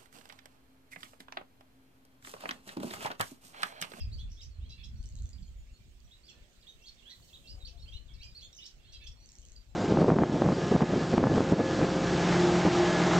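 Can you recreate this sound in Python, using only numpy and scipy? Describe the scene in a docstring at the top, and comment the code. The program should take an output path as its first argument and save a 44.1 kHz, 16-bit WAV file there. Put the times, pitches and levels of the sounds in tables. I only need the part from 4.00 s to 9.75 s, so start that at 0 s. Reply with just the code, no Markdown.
"""Swallows twitter on overhead wires above a valley: gliding sine whistles, rasps of filtered pulses
and two dry rattles of ringing clicks. Sparse reflections give short echoes from nearby walls.
Shaped noise makes wind buffeting a small stereo microphone over a distant wash of road and leaves.
A few dry ticks, a faint wavering hum and thin far calls, all sines, fill in the rest."""
import sys
import numpy as np
from scipy import signal
from scipy.fft import rfft, irfft
from scipy.io import wavfile
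from scipy.ndimage import uniform_filter1d

SR = 44100
rng = np.random.default_rng(int(sys.argv[2]) if len(sys.argv) > 2 else 0)


def transcribe(u):
    """Save the signal u as a 16-bit wav file named by the first command-line argument.

    u: samples, shape (n,) or (channels, n), limited to [-1, 1]; the rate is SR.
    q: integer samples, one column per channel.
    """
    v = np.clip(np.atleast_2d(u).T, -1, 1)
    q = np.round(v * 32767).astype(np.int16)
    wavfile.write(sys.argv[1], SR, q)


N = 253570

# Whistled notes and overtones: [start_s, length_s, first_pitch_hz, last_pitch_hz,
# level_db at the peak, peak_place 0-1 along the note]
NOTES = [(.003, .012, 5680, 4820, -51, 0.64), (0.012, .022, 4990, 4760, -47.5, 0.2),
         (.004, 0.0098, 3350, 3100, -50.5, 0), (.006, 0.024, 2830, 2395, -53.5, 0),
         (0.116, .022, 3700, 4600, -54.5, 0.94), (.136, 0.023, 4650, 4490, -55, 0.57),
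         (0.132, 0.018, 6560, 6600, -66.5, 0), (0.18, 0.055, 5000, 6840, -66, 0),
         (.186, .019, 4750, 3920, -56.5, 0.93), (0.184, 0.013, 2880, 3410, -55, 0.96),
         (0.199, 0.024, 3255, 3530, -51.5, 0.9), (0.317, 0.0069, 6420, 5390, -56.5, .5),
         (0.371, 0.045, 3270, 3880, -57.5, 0.83), (0.408, 0.0096, 3910, 2790, -54, 1),
         (0.418, .015, 5000, 5250, -51, 0.26), (.428, 0.018, 5230, 6180, -53.5, 0.25),
         (.5, 0.091, 4540, 4080, -73, 0.55), (.599, 0.07, 2980, 4040, -71, 0.4),
         (.6, .045, 2520, 3040, -74, 0.5), (0.644, 0.034, 3000, 3370, -66.5, 0.6),
         (0.655, 0.02, 3960, 4250, -66, .5), (.694, 0.013, 5780, 6460, -59, 0),
         (.695, 0.043, 3830, 4020, -57, 0.68), (.703, 0.057, 2660, 2770, -65, 1),
         (.704, 0.018, 4880, 4970, -56, .2), (0.778, 0.03, 2225, 2750, -64, 0.8),
         (0.798, 0.024, 3480, 3430, -55, 0), (0.81, 0.011, 2490, 2850, -65, 0.3),
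         (.833, 0.023, 3720, 4010, -57.5, 1), (.835, .022, 3100, 3520, -54, .5),
         (.836, 0.0086, 5030, 5500, -58.5, 0.85), (0.844, .01, 5500, 4860, -53.5, .3),
         (0.957, .014, 4430, 4450, -64.5, .3), (0.984, 0.034, 4100, 4480, -69, 0.66),
         (.965, .03, 5500, 5900, -73, .6), (1.003, 0.03, 5750, 6400, -70, 0.8),
         (0.952, 0.035, 3050, 3050, -85, 0.2), (1.033, .02, 8520, 8500, -68, .3),
         (1.038, .019, 4450, 4420, -62, 0), (1.04, 0.022, 3000, 2960, -65.5, 0.14),
         (1.165, 0.035, 3900, 3896, -69, 0.4), (1.243, 0.033, 3700, 3360, -71.5, 0.55),
         (1.332, 0.011, 4880, 4640, -51.5, 0.04), (1.383, 0.014, 3620, 3060, -64.5, 0.23),
         (1.425, .02, 4750, 4830, -64, 0.15), (1.431, 0.015, 4280, 4260, -63, 0),
         (1.46, 0.031, 6950, 6670, -71, .4), (1.39, 0.044, 7300, 7400, -73, 0.2),
         (1.428, .015, 5900, 5900, -70, .3), (1.479, 0.01, 3180, 3190, -65.5, 0.4),
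         (1.578, .015, 3520, 2970, -75, .5), (1.602, .018, 3120, 3300, -73, .6),
         (1.668, 0.046, 2000, 2810, -74, .6), (2.045, .015, 5760, 5760, -70, .3),
         (1.737, .044, 4140, 4480, -68.5, 0.4), (1.797, 0.033, 2406, 2330, -72.5, 0.2),
         (2.073, 0.014, 3660, 3120, -68, 0.5), (2.112, .022, 3205, 3910, -57.5, .5),
         (2.135, 0.019, 3830, 3920, -62, 0.5), (2.232, 0.0215, 4200, 4810, -62.5, 0.7),
         (2.254, .014, 4730, 5200, -66, 0.5), (2.267, 0.02, 5300, 4050, -60.5, 0.26),
         (2.284, 0.012, 3605, 3260, -53.5, 0.86), (2.296, .015, 6400, 4800, -59, 0.4),
         (2.294, 0.022, 7300, 7390, -65, .1), (2.295, 0.018, 3270, 2490, -58.5, 0.62),
         (2.296, 0.039, 4260, 4240, -61.5, .1), (2.428, 0.032, 3860, 3100, -71, 0.56),
         (2.608, .012, 5100, 4880, -68, 0.7), (2.623, .018, 4850, 2930, -63.5, .4),
         (2.64, 0.019, 2920, 2750, -68, 0.5), (2.669, .02, 3190, 3810, -52, 0.63),
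         (2.689, 0.04, 3810, 3740, -54, 0.07), (2.69, 0.022, 3080, 3120, -66, 0.4),
         (2.683, 0.02, 6240, 6140, -65, 0.7), (2.792, .042, 2580, 2770, -66, 1),
         (2.825, 0.019, 5300, 6340, -62.5, 0), (2.837, 0.024, 3080, 3320, -58.5, 0.54),
         (2.844, 0.035, 6330, 6520, -68, 0.6), (2.853, 0.022, 3246, 4740, -54, 0.98),
         (2.874, 0.028, 4265, 4390, -51.5, 0.1), (2.884, 0.01, 6070, 4670, -56.5, 0.4),
         (2.88, 0.012, 4180, 3060, -53.5, 0.38), (2.969, 0.018, 3460, 3750, -67, .8),
         (2.988, 0.021, 3760, 3090, -61.5, 0.6), (2.945, .008, 6150, 5400, -68, .5),
         (3.024, 0.022, 2640, 2990, -63, 0.46), (3.055, 0.036, 3020, 3450, -53, 0.77),
         (3.056, 0.024, 1584, 1625, -70, 0.6), (3.083, 0.039, 1660, 2120, -68, 0.88),
         (3.096, 0.02, 3760, 4160, -51.5, 0), (3.098, 0.024, 6330, 5450, -62, 0.6),
         (3.108, 0.025, 4370, 3900, -53.5, 0.62), (3.114, 0.011, 1950, 1960, -61, 0.35),
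         (3.224, 0.011, 4480, 4400, -61.5, 0.6), (3.281, 0.028, 4950, 2770, -63, 0.32),
         (3.302, 0.047, 2720, 2600, -70, 0.2), (3.331, .02, 3114, 3920, -51.5, 0.7),
         (3.351, .02, 3930, 3900, -60, 0), (3.225, .04, 3030, 3030, -73, .5),
         (3.359, 0.0094, 3080, 3880, -49, 0), (3.426, 0.041, 3360, 3120, -66, 1),
         (3.441, 0.034, 2620, 2770, -64, 0.55), (3.468, 0.018, 3160, 4480, -55, 1),
         (3.472, 0.036, 4300, 4960, -52.5, 0.97), (3.497, 0.046, 2830, 3010, -63, 0),
         (3.507, 0.025, 4930, 4930, -50, 0.1), (3.6, 0.034, 3980, 3704, -56.5, 1),
         (3.648, .018, 3920, 4790, -46.5, 0.52), (3.664, .021, 4870, 2780, -47.5, 0.01),
         (3.674, 0.017, 6580, 4910, -56.5, 0.8), (3.681, 0.0087, 2670, 2600, -58, 0.1),
         (3.775, .044, 4000, 4690, -67, 0), (3.778, 0.044, 3380, 3980, -64, 0.56),
         (3.794, 0.032, 5080, 5550, -67.5, 0.8), (3.455, 0.064, 5250, 5800, -70, .8),
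         (3.492, .02, 7900, 7800, -71, .2), (3.822, 0.013, 4460, 4220, -53, 0.93),
         (3.856, .025, 2485, 3000, -63, 0.5), (3.878, 0.026, 3045, 3240, -54.5, 0.57),
         (3.881, 0.018, 4700, 4850, -61, 0.2), (3.922, 0.037, 3090, 4050, -52, 0.43),
         (3.958, 0.022, 3950, 4210, -55.5, 0.65), (3.913, .014, 5400, 6400, -70, 0.5),
         (3.933, 0.037, 5570, 6100, -68, 0.15), (3.925, 0.0656, 2700, 3050, -58.5, 0.44),
         (4.079, 0.022, 3820, 3150, -60, 1), (4.104, 0.014, 3430, 3160, -61.5, 0.4),
         (4.114, 0.016, 3180, 3550, -63, 0.66), (4.1, 0.023, 2300, 2180, -72, 0.4),
         (4.137, .017, 5740, 3960, -59, 0.7), (4.173, 0.033, 2296, 2280, -66.5, 0),
         (4.201, .036, 2320, 2925, -57, 0.97), (4.183, 0.039, 3630, 4040, -60, 1),
         (4.201, 0.028, 4920, 6200, -68, 0.05), (4.213, 0.016, 4070, 4610, -52.5, .9),
         (4.231, 0.009, 3090, 3260, -49, 0.08), (4.232, 0.0095, 6300, 4890, -52, 0),
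         (4.24, 0.098, 5010, 4780, -55.5, 0), (4.245, 0.023, 7230, 7260, -63, 0),
         (4.32, 0.027, 4100, 3170, -70, 0.2), (4.348, 0.038, 4110, 4630, -51, 0.63),
         (4.373, .04, 2604, 2564, -69.5, .5), (4.383, 0.023, 4650, 3860, -56, 0.47),
         (4.409, 0.038, 4050, 4290, -58.5, 0.84), (4.408, 0.025, 4770, 6700, -60.5, 0.06),
         (4.413, 0.012, 2680, 3200, -61, 1), (4.419, 0.014, 2947, 3595, -53, 0.63),
         (4.43, 0.017, 3430, 3170, -52, 0.17), (4.425, .03, 6460, 6830, -61, 0.8),
         (4.446, 0.022, 3350, 3670, -52.5, 0.26), (4.529, 0.011, 3990, 3550, -55, 0.13),
         (4.528, 0.0071, 5980, 5340, -55.5, 0.6), (4.528, .011, 7450, 7250, -64, 0.3),
         (4.55, .012, 6730, 5400, -54, 0.06), (4.566, 0.0092, 6610, 5600, -50.5, 0.3),
         (4.576, 0.015, 6020, 4660, -53.5, 0.33), (4.588, 0.053, 2963, 2952, -50.5, 0.28),
         (4.606, 0.031, 3330, 3840, -53.5, 0.78), (4.627, 0.025, 2960, 2930, -58, 0.3),
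         (4.636, .009, 3840, 3170, -59, 0.1), (4.639, 0.01, 5770, 4330, -53, 0.9),
         (4.652, 0.015, 4770, 5480, -49, 0.9), (4.145, 0.016, 2650, 2680, -66, 0.2),
         (4.241, 0.039, 2447, 2400, -60.5, 0.1), (4.663, 0.02, 3020, 4840, -51.5, 0.01),
         (4.664, 0.012, 5600, 6280, -50, 0.03), (4.78, .04, 2590, 2810, -73, .5),
         (4.792, 0.042, 3150, 3600, -73.5, .6), (4.832, .045, 3750, 4450, -70, .8),
         (4.83, .038, 3100, 3680, -66.5, 0.73), (4.873, 0.037, 3670, 4280, -65, 0.75),
         (4.84, 0.022, 2550, 2850, -70, 0.7), (4.865, 0.037, 2830, 3350, -64, 0.94),
         (4.922, 0.019, 4380, 4620, -60, 0.2), (4.923, 0.019, 5530, 6620, -57, 0.04),
         (4.926, .018, 7500, 8440, -70, .5), (4.939, 0.025, 2716, 2590, -66, 1),
         (4.933, 0.037, 3750, 4050, -57, 0.6), (4.947, 0.026, 3350, 3160, -56.5, 1),
         (4.932, .06, 4810, 4920, -57.5, 0), (5.005, 0.022, 2280, 2500, -62, 0),
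         (5.024, .064, 3620, 3460, -59, 0.1), (5.034, 0.025, 2580, 2580, -62, 0),
         (5.038, 0.018, 6600, 6860, -75, 0), (5.065, 0.0126, 3040, 3530, -49, 0.8),
         (5.076, 0.0079, 3490, 3150, -52.5, 0.16), (5.068, .009, 5200, 5580, -56, 0.9),
         (5.076, 0.0086, 5580, 5000, -52, .3), (5.069, 0.01, 4470, 5000, -55, 0.2),
         (5.115, 0.018, 5700, 5560, -65, 0.7), (5.164, 0.075, 4240, 4540, -70.5, 0.3),
         (5.188, 0.041, 5540, 6040, -70, 0.54), (5.228, .028, 5700, 6200, -71, .6),
         (5.208, 0.044, 4000, 4620, -66, .8), (5.04, 0.017, 6080, 6160, -59, 0),
         (5.416, .025, 3380, 2830, -70, 0.93), (5.439, 0.039, 2910, 3460, -72, .1),
         (5.56, 0.014, 4810, 4620, -53.5, 0.37)]
# Harsh buzzing notes: [start_s, level_db, length_s, centre_hz, width_hz, pulse_rate_hz]
RASPS = [(0.293, -69, 0.099, 5400, 1460, 910), (0.404, -63.5, 0.051, 5600, 3030, 906),
         (0.692, -60.5, 0.05, 4100, 2800, 667), (0.778, -60, 0.046, 3220, 2030, 863),
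         (0.839, -60.5, 0.021, 4840, 3900, 676), (2.281, -64.5, 0.022, 4470, 4060, 700),
         (3.1, -56, 0.026, 3950, 1150, 403.7), (4.228, -65, 0.015, 4900, 3000, 800),
         (4.585, -69, 0.074, 5570, 1400, 905), (4.657, -55, 0.013, 5600, 3070, 800),
         (4.928, -58, 0.025, 4050, 3100, 670), (5.01, -58, 0.039, 3110, 2140, 869),
         (5.069, -55, 0.014, 4800, 4100, 687)]
# Rattle clicks: [start_s, level_db, ring_hz]
CLICKS = [(1.029, -51, 4770), (1.058, -45.5, 5860), (1.0896, -48, 6700), (1.1248, -54, 4840),
          (1.1548, -45, 6600), (1.1888, -50, 4100), (1.2223, -47, 6700), (1.257, -48, 6200),
          (1.2915, -47, 6830), (1.3325, -51, 4750), (5.2597, -47.5, 6340), (5.2907, -45.5, 5460),
          (5.3194, -45.5, 6700), (5.354, -47, 5800), (5.3858, -45, 6650), (5.418, -50, 6070),
          (5.4521, -45.5, 6540), (5.486, -48.5, 6200), (5.5199, -46.5, 6600), (5.5638, -53.5, 4500)]
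# Stereo lean of the whistles by pitch: [pitch_hz, left_minus_right_db]
SONG_LEAN = [(2000, -6.5), (3000, -8), (4000, -3.5), (5000, -4.5), (6500, -3), (8000, -26)]
# Phase difference of the birds between the two channels, either sign: [frequency_hz, right_lag_radians]
PORT_PHASE = [(0, 16), (600, -5), (1640, -2.5), (2670, 11.5), (3530, 4.5), (4390, 5), (4650, 4.5),
              (4910, 4), (5430, -1.5), (6890, -2), (8610, 0), (10600, -13), (12700, -6), (15400, -2)]
# Single wall echoes: [delay_s, left_db, right_db]
WALLS = [(.0103, -9, -11), (.0165, -29, -8.5), (.04, -22, -24.5), (0.0457, -11, -17.5)]
# Decay time of the echo tail: [frequency_hz, t60_s]
ECHO_T60 = [(1500, 0.33), (4000, 0.22), (7000, 0.23), (12000, 0.13)]
# Small dry ticks close by: [start_s, level_db, ring_hz, left_minus_right_db]
TICKS = [(2.0034, -55.5, 4800, -26), (3.1994, -60, 1150, -7.5), (3.457, -66, 4370, -11)]
# Strength of the wind on the microphone: [time_s, level_db, left_minus_right_db]
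WIND = [(0, -38, -1.5), (.3, -42, 2), (.4, -51.5, -3.5), (.55, -42.5, -3.5), (.72, -49, 4),
        (.85, -44, -6.5), (1.0, -41.5, 2.5), (1.3, -41, -2.5), (1.5, -47.5, -6), (1.73, -52, 5),
        (1.94, -58.5, -2.5), (2.5, -62.5, -0.5), (3.15, -61.5, -1), (3.45, -52.5, 6.5), (3.95, -48.5, 9),
        (4.4, -54.5, 3), (4.75, -61, -1), (4.98, -56.5, 4.5), (5.75, -55, 8)]
# Single gust thumps: [centre_s, level_db, pitch_hz]
THUMPS = [(.075, -35, 80), (.593, -38, 75), (.915, -37, 65), (1.247, -27, 61), (1.72, -43, 70),
          (3.842, -39, 50)]
# Spectrum of the wind rumble: [frequency_hz, relative_db per Hz]
RUMBLE = [(5.9, -42.5), (10, -14.5), (53, 2), (81, -6.5), (110, -14), (140, -47), (240, -120)]
# Spectrum of the wind flutter above the rumble: [frequency_hz, relative_db per Hz]
FLUTTER = [(59, -79), (100, 4), (199, -10.5), (239, -13), (332, -29), (360, -38), (400, -54), (520, -92),
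           (880, -120)]
# Spectrum of the distant wash: [frequency_hz, relative_db per Hz]
WASH = [(76, -49), (130, -1), (222, -7.5), (646, -10.5), (704, -13), (944, -15.5), (1400, -14),
        (2650, -11.5), (4380, -15.5), (5480, -20.5), (8000, -19.5), (10400, -31), (17600, -120)]
# High rustle of leaves, on the same scale as the wash: [frequency_hz, relative_db per Hz]
LEAVES = [(6000, -60), (8500, -40.5), (16000, -29)]
# Swells of the wash: [time_s, low_roar_db, middle_db, high_hiss_db]
SWELLS = [(0, 3, 0, 1), (.6, -2, -3.5, -2.5), (1.1, 0, -4, 1.5), (2, -1.5, -6, 2.5), (2.4, 3.5, 0, 2),
          (2.75, -0.5, -4.5, 4.5), (3.05, 0, 0.5, 2), (3.25, 2, -5, 12), (3.6, 4.5, -3, 4),
          (4.05, .5, -2.5, 0), (4.65, 1, -2.5, 3), (4.9, 0.5, -2.5, -0.5), (5.75, -0.5, -5, 0.5)]
# Where the roar, middle and hiss of the swells are centred: [frequency_hz]
SWELL_HZ = [670, 1800, 11200]
# How alike the two channels of the wash are: [frequency_hz, likeness -1 to 1]
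WASH_LIKENESS = [(60, 0.97), (180, 0.47), (550, 0.31), (1650, -0.16), (4970, -0.088), (15000, 0.03)]
# Stereo lean of the wash: [frequency_hz, left_minus_right_db]
WASH_LEAN = [(60, 20), (130, 4), (290, -3.5), (640, 0.5), (1410, -5), (3100, -7.5), (6820, -9), (15000, 13)]
# Hum lines: [pitch_hz, level_db]
HUM = [(241, -81), (360.7, -85)]
# Faint far calls, a thin high series and a few low hoots: [start_s, end_s, pitch_hz, level_db]
FAR_CALLS = [(.88, 1.152, 1500, -84.5), (1.55, 1.66, 6950, -74.5), (1.7, 1.787, 6850, -75),
             (1.85, 1.95, 6670, -80), (2.328, 2.44, 1770, -76), (3.34, 3.45, 564, -77),
             (3.45, 3.677, 560, -77), (3.54, 3.634, 744, -75), (3.64, 3.728, 505, -73.5),
             (3.71, 3.8, 691, -68.5), (5.67, 5.733, 7260, -77), (5.68, 5.74, 4040, -77)]
# Response of the microphone ports, with their notch: [frequency_hz, gain_db]
MIC = [(8300, 0.5), (9200, 0), (9680, -18), (10100, -4.5), (11700, 7), (15500, -6.5)]

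SWELL_DB, FADE_DB = 7.5, 16.5  # level lost over one note length before and after the peak
RISE_EASE, FALL_EASE = 1.9, 1.412  # above 1 a glide starts fast and levels off; 1 is a straight line
EASE_BY_PLACE = -.8  # notes that peak late glide more evenly
OCTAVE_DB = -27.5  # faint second harmonic of every whistle
RATTLE_LEAN_DB = -4.5  # left minus right
SONG_ECHO_DB, RATTLE_ECHO_DB = -4.5, -4.5
SPRAY_DB = -32  # faint breathy treble that follows the loudness of the birds
FLUTTER_DB, FLUTTER_PER_DB = -13.5, -0.1057  # flutter share in a middling gust, change per dB of wind
WASH_DB = -67.5
EDGE_HZ = 15800  # upper band limit


def amp(db):
    """Decibels to gain."""
    return 10 ** (np.asarray(db) / 20)


def evened(x):
    """Scales to rms 1."""
    return x / np.sqrt(np.mean(x ** 2) + 1e-20)


def smooth_noise(count, size):
    """Slow random wander of rms 1: white noise averaged over size samples."""
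    return evened(uniform_filter1d(rng.standard_normal(count), size=size))


def smoother_noise(count, size):
    """The same wander averaged twice, for rounder lumps."""
    once = uniform_filter1d(rng.standard_normal(count), size=size)
    return evened(uniform_filter1d(once, size=size))


def read(points, hz):
    """Reads a spectrum table on a log-frequency axis."""
    f, value = np.transpose(points)
    return np.interp(np.log(hz + 1), np.log(f + 1), value)


def add(mix, s, sound, pan_db):
    """Mixes a sound in at time s, shared between the channels at constant power."""
    left = amp(pan_db)
    part = mix[:, round(s * SR):][:, :len(sound)]
    gains = np.array([[left], [1]]) * np.sqrt(2 / (1 + left ** 2))
    part += gains * sound[:part.shape[1]]


def whistles(edge_s=.003, waver=.003, fray=.18):
    """Each note is a near sine that glides smoothly, with unsteady pitch and a fast fraying of its level."""
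    fraying = 1 + fray * smoother_noise(N, 24)
    wobble = smooth_noise(N, 60)
    out = np.zeros((2, N))
    for s, length, first_hz, last_hz, db, place in NOTES:
        t = np.arange(-edge_s, length + edge_s, 1 / SR)
        u = np.clip(t / length, 0, 1)  # progress through the note

        ease = RISE_EASE if last_hz > first_hz else FALL_EASE
        ease = max(.7, ease + EASE_BY_PLACE * (place - .5))
        pitch = last_hz + (first_hz - last_hz) * (1 - u) ** ease
        pitch *= 1 + waver * np.resize(wobble[round(s * SR):], len(t))
        phase = 2 * np.pi * np.cumsum(pitch) / SR
        tone = np.sin(phase) + amp(OCTAVE_DB) * np.sin(2 * phase)

        before, after = np.maximum(place - u, 0), np.maximum(u - place, 0)
        level = amp(db - SWELL_DB * before - FADE_DB * after)
        shape = signal.windows.tukey(len(t), min(1, 4 * edge_s / (length + 2 * edge_s)))
        note = np.sqrt(2) * level * shape * tone
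        add(out, max(s - edge_s, 0), note, read(SONG_LEAN, pitch.mean()))
    return out * fraying


def rasps(rough=.18, jitter=.04):
    """Fast uneven syrinx pulses mixed with breathy noise pass one wide resonance."""
    out = np.zeros((2, N))
    for s, db, length, hz, width, pulse_hz in RASPS:
        t = np.arange(0, length, 1 / SR)
        breath, slip = rng.standard_normal((2, SR // 8))[:, :len(t)]
        slip = evened(uniform_filter1d(slip, size=80))
        turns = np.cumsum(pulse_hz * (1 + jitter * slip)) / SR
        pulses = np.diff(np.floor(turns), prepend=0)  # one pulse per whole turn
        drive = (1 - rough) * evened(pulses) + rough * breath
        band = signal.butter(4, [hz - width / 2, hz + width / 2], "band", fs=SR, output="sos")
        buzz = evened(signal.sosfilt(band, drive))
        add(out, s, amp(db) * buzz * signal.windows.tukey(len(t), .2), -6)
    return out


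def snaps(rows, ring_s, low_db, high_db):
    """Each click rings its own pitch and two fixed resonances for about a millisecond."""
    out, t = np.zeros((2, N)), np.arange(300) / SR
    low = amp(low_db) * np.sin(2 * np.pi * 4400 * t)
    high = amp(high_db) * np.sin(2 * np.pi * 7300 * t)
    burst = t / ring_s * np.exp(1 - t / ring_s)  # quick rise, exponential fall
    for s, db, hz, pan_db in rows:
        tone = np.sin(2 * np.pi * hz * t) + low + high
        add(out, s, amp(db) * burst * tone, pan_db)
    return out


def rattles():
    """Dry rattles: runs of short ringing clicks."""
    rows = [(*row, RATTLE_LEAN_DB) for row in CLICKS]
    return snaps(rows, ring_s=0.0004, low_db=-9, high_db=-5.5)


def echoes(x, start_s=.006):
    """Sparse reflections of random sign, different in each channel, each band dying at its own speed."""
    taps = np.zeros((2, SR // 2))
    at = np.arange(round(start_s * SR), SR // 2 - 20, 20)
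    at = at + rng.integers(0, 20, (2, len(at)))  # one tap somewhere in every 20 samples
    np.put_along_axis(taps, at, rng.choice([-1., 1.], at.shape), 1)
    hz, t, z = signal.stft(taps, SR, nperseg=256)
    decay_db = -60 * t / read(ECHO_T60, hz)[:, None]
    tail = signal.istft(z * amp(decay_db), SR, nperseg=256)[1]
    return signal.fftconvolve(x, tail / np.linalg.norm(tail[0]), axes=1)[:, :N]


def birds():
    """Song and rattles with tail and wall echoes, phase-shifted between channels, plus breathy treble."""
    song, rattle = whistles() + rasps(), rattles()
    near = song + rattle
    heard = near + echoes(amp(SONG_ECHO_DB) * song + amp(RATTLE_ECHO_DB) * rattle)
    for delay, *db in WALLS:
        lag = round(delay * SR)
        heard[:, lag:] += amp(db)[:, None] * near[:, :-lag]

    phase = read(PORT_PHASE, np.fft.rfftfreq(N, 1 / SR))
    heard[1] = irfft(rfft(heard[1]) * np.exp(-1j * phase), N)

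    loudness = np.sqrt(abs(uniform_filter1d(heard ** 2, size=200)))
    treble = np.diff(rng.standard_normal((2, N + 1)))
    return heard + amp(SPRAY_DB) * loudness * treble


def ticks():
    """Small dry ticks close by: short ringing clicks without echo."""
    return snaps(TICKS, ring_s=0.00048, low_db=-6, high_db=-4)


def noise(field_db, likeness, size, patchy_db):
    """Two-channel noise from short-time spectra; field_db(hz, t) shapes it, with random patches."""
    frames, hz = 4 * N // size + 5, np.fft.rfftfreq(size, 1 / SR)
    a, b, c, d, patches = rng.standard_normal((frames, len(hz), 5)).T
    for axis in (0, 1):
        patches = uniform_filter1d(patches, size=9, axis=axis)
    patches = evened(patches)
    left, other = a + 1j * b, c + 1j * d
    same = np.clip(likeness(hz), -1, 1)[:, None]
    z = np.array([left, same * left + np.sqrt(1 - same ** 2) * other])
    t = np.arange(frames) * size / 4 / SR
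    z *= amp(field_db(hz[:, None], t) + patchy_db * patches)
    return evened(signal.istft(z, nperseg=size, noverlap=3 * size // 4)[1][:, :N])


def gusts():
    """Lumpy low turbulence at the two ports, with a flutter above it."""
    knots_s, knots_db, knots_pan = np.transpose(WIND)
    t = np.arange(N) / SR
    db, pan_db = np.interp(t, knots_s, knots_db), np.interp(t, knots_s, knots_pan)

    def rumble_db(hz, t):
        # stronger gusts carry smaller eddies, so the rumble brightens with level
        tilt = 0.3 * np.log2((hz + 1) / 45) * (np.interp(t, knots_s, knots_db) + 48)
        return read(RUMBLE, hz) + tilt

    def flutter_shape_db(hz, t):
        return read(FLUTTER, hz) + 0 * t

    rumble = noise(rumble_db, lambda hz: 0.72 + 0 * hz, size=4096, patchy_db=3.0)
    flutter = noise(flutter_shape_db, lambda hz: 0.52 + 0 * hz, size=2048, patchy_db=3.0)
    flutter_db = FLUTTER_DB + FLUTTER_PER_DB * (db - db.mean())
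    flutter *= amp(flutter_db + np.array([[-1.5], [1.5]]))  # leans to the right
    lumps = evened(amp(3.06 * smoother_noise(N, 900)))
    out = amp(db + [pan_db / 2, -pan_db / 2]) * lumps * (rumble + flutter)
    return out * signal.windows.tukey(N, .004)  # short fades at both ends


def thumps():
    """Single gust thumps: low cosines under a bell-shaped envelope."""
    out, t = np.zeros((2, N)), np.arange(-.03, .05, 1 / SR)
    for s, db, hz in THUMPS:
        bell = np.exp(-(t * hz / 0.46) ** 2)
        add(out, s - .03, amp(db) * bell * np.cos(2 * np.pi * hz * t - .6), -2.5)
    return out


def wash():
    """Distant road and leaves: smooth noise whose roar, middle and hiss swell on their own."""
    s, *swells = np.transpose(SWELLS)

    def field_db(hz, t):
        level = np.maximum(read(WASH, hz), read(LEAVES, hz))
        for one, db in zip(np.eye(3), swells):
            share = np.interp(np.log(hz + 1), np.log(SWELL_HZ), one)  # crossfades between the bands
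            level = level + share * np.interp(t, s, db)
        return level

    out = noise(field_db, lambda hz: read(WASH_LIKENESS, hz), size=1024, patchy_db=2.04)
    lean_db = read(WASH_LEAN, np.fft.rfftfreq(N, 1 / SR)) / 2
    return amp(WASH_DB) * irfft(rfft(out) * amp([lean_db, -lean_db]), N)


def far_calls(unsteady=0.0058):
    """Faint sines of unsteady pitch that fade in and out."""
    out = np.zeros((2, N))
    for s, end, hz, db in FAR_CALLS:
        waver = smooth_noise(SR // 2, 400)[:round((end - s) * SR)]
        call = np.sin(2 * np.pi * np.cumsum(hz * (1 + unsteady * waver)) / SR)
        add(out, s, np.sqrt(2) * amp(db) * np.hanning(len(call)) * call, -4)
    return out


def hum():
    """Steady sine lines whose level wavers slowly."""
    t, out = np.arange(N) / SR, np.zeros((2, N))
    for hz, db in HUM:
        level = amp(db + 2.46 * smooth_noise(N, 6000))
        add(out, 0, np.sqrt(2) * level * np.sin(2 * np.pi * hz * t), -1.5)
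    return out


def scene():
    """The birds and the ticks over wind, wash, far calls and hum."""
    return birds() + ticks() + gusts() + thumps() + wash() + far_calls() + hum()


def record(dry):
    """The notch of the microphone ports and the band limit."""
    heard = irfft(rfft(dry) * amp(read(MIC, np.fft.rfftfreq(N, 1 / SR))), N)
    lowpass = signal.firwin(511, EDGE_HZ, window=("kaiser", 9), fs=SR)
    return signal.oaconvolve(heard, lowpass[None], "same", axes=1)


dry = scene()
out = record(dry)
transcribe(out)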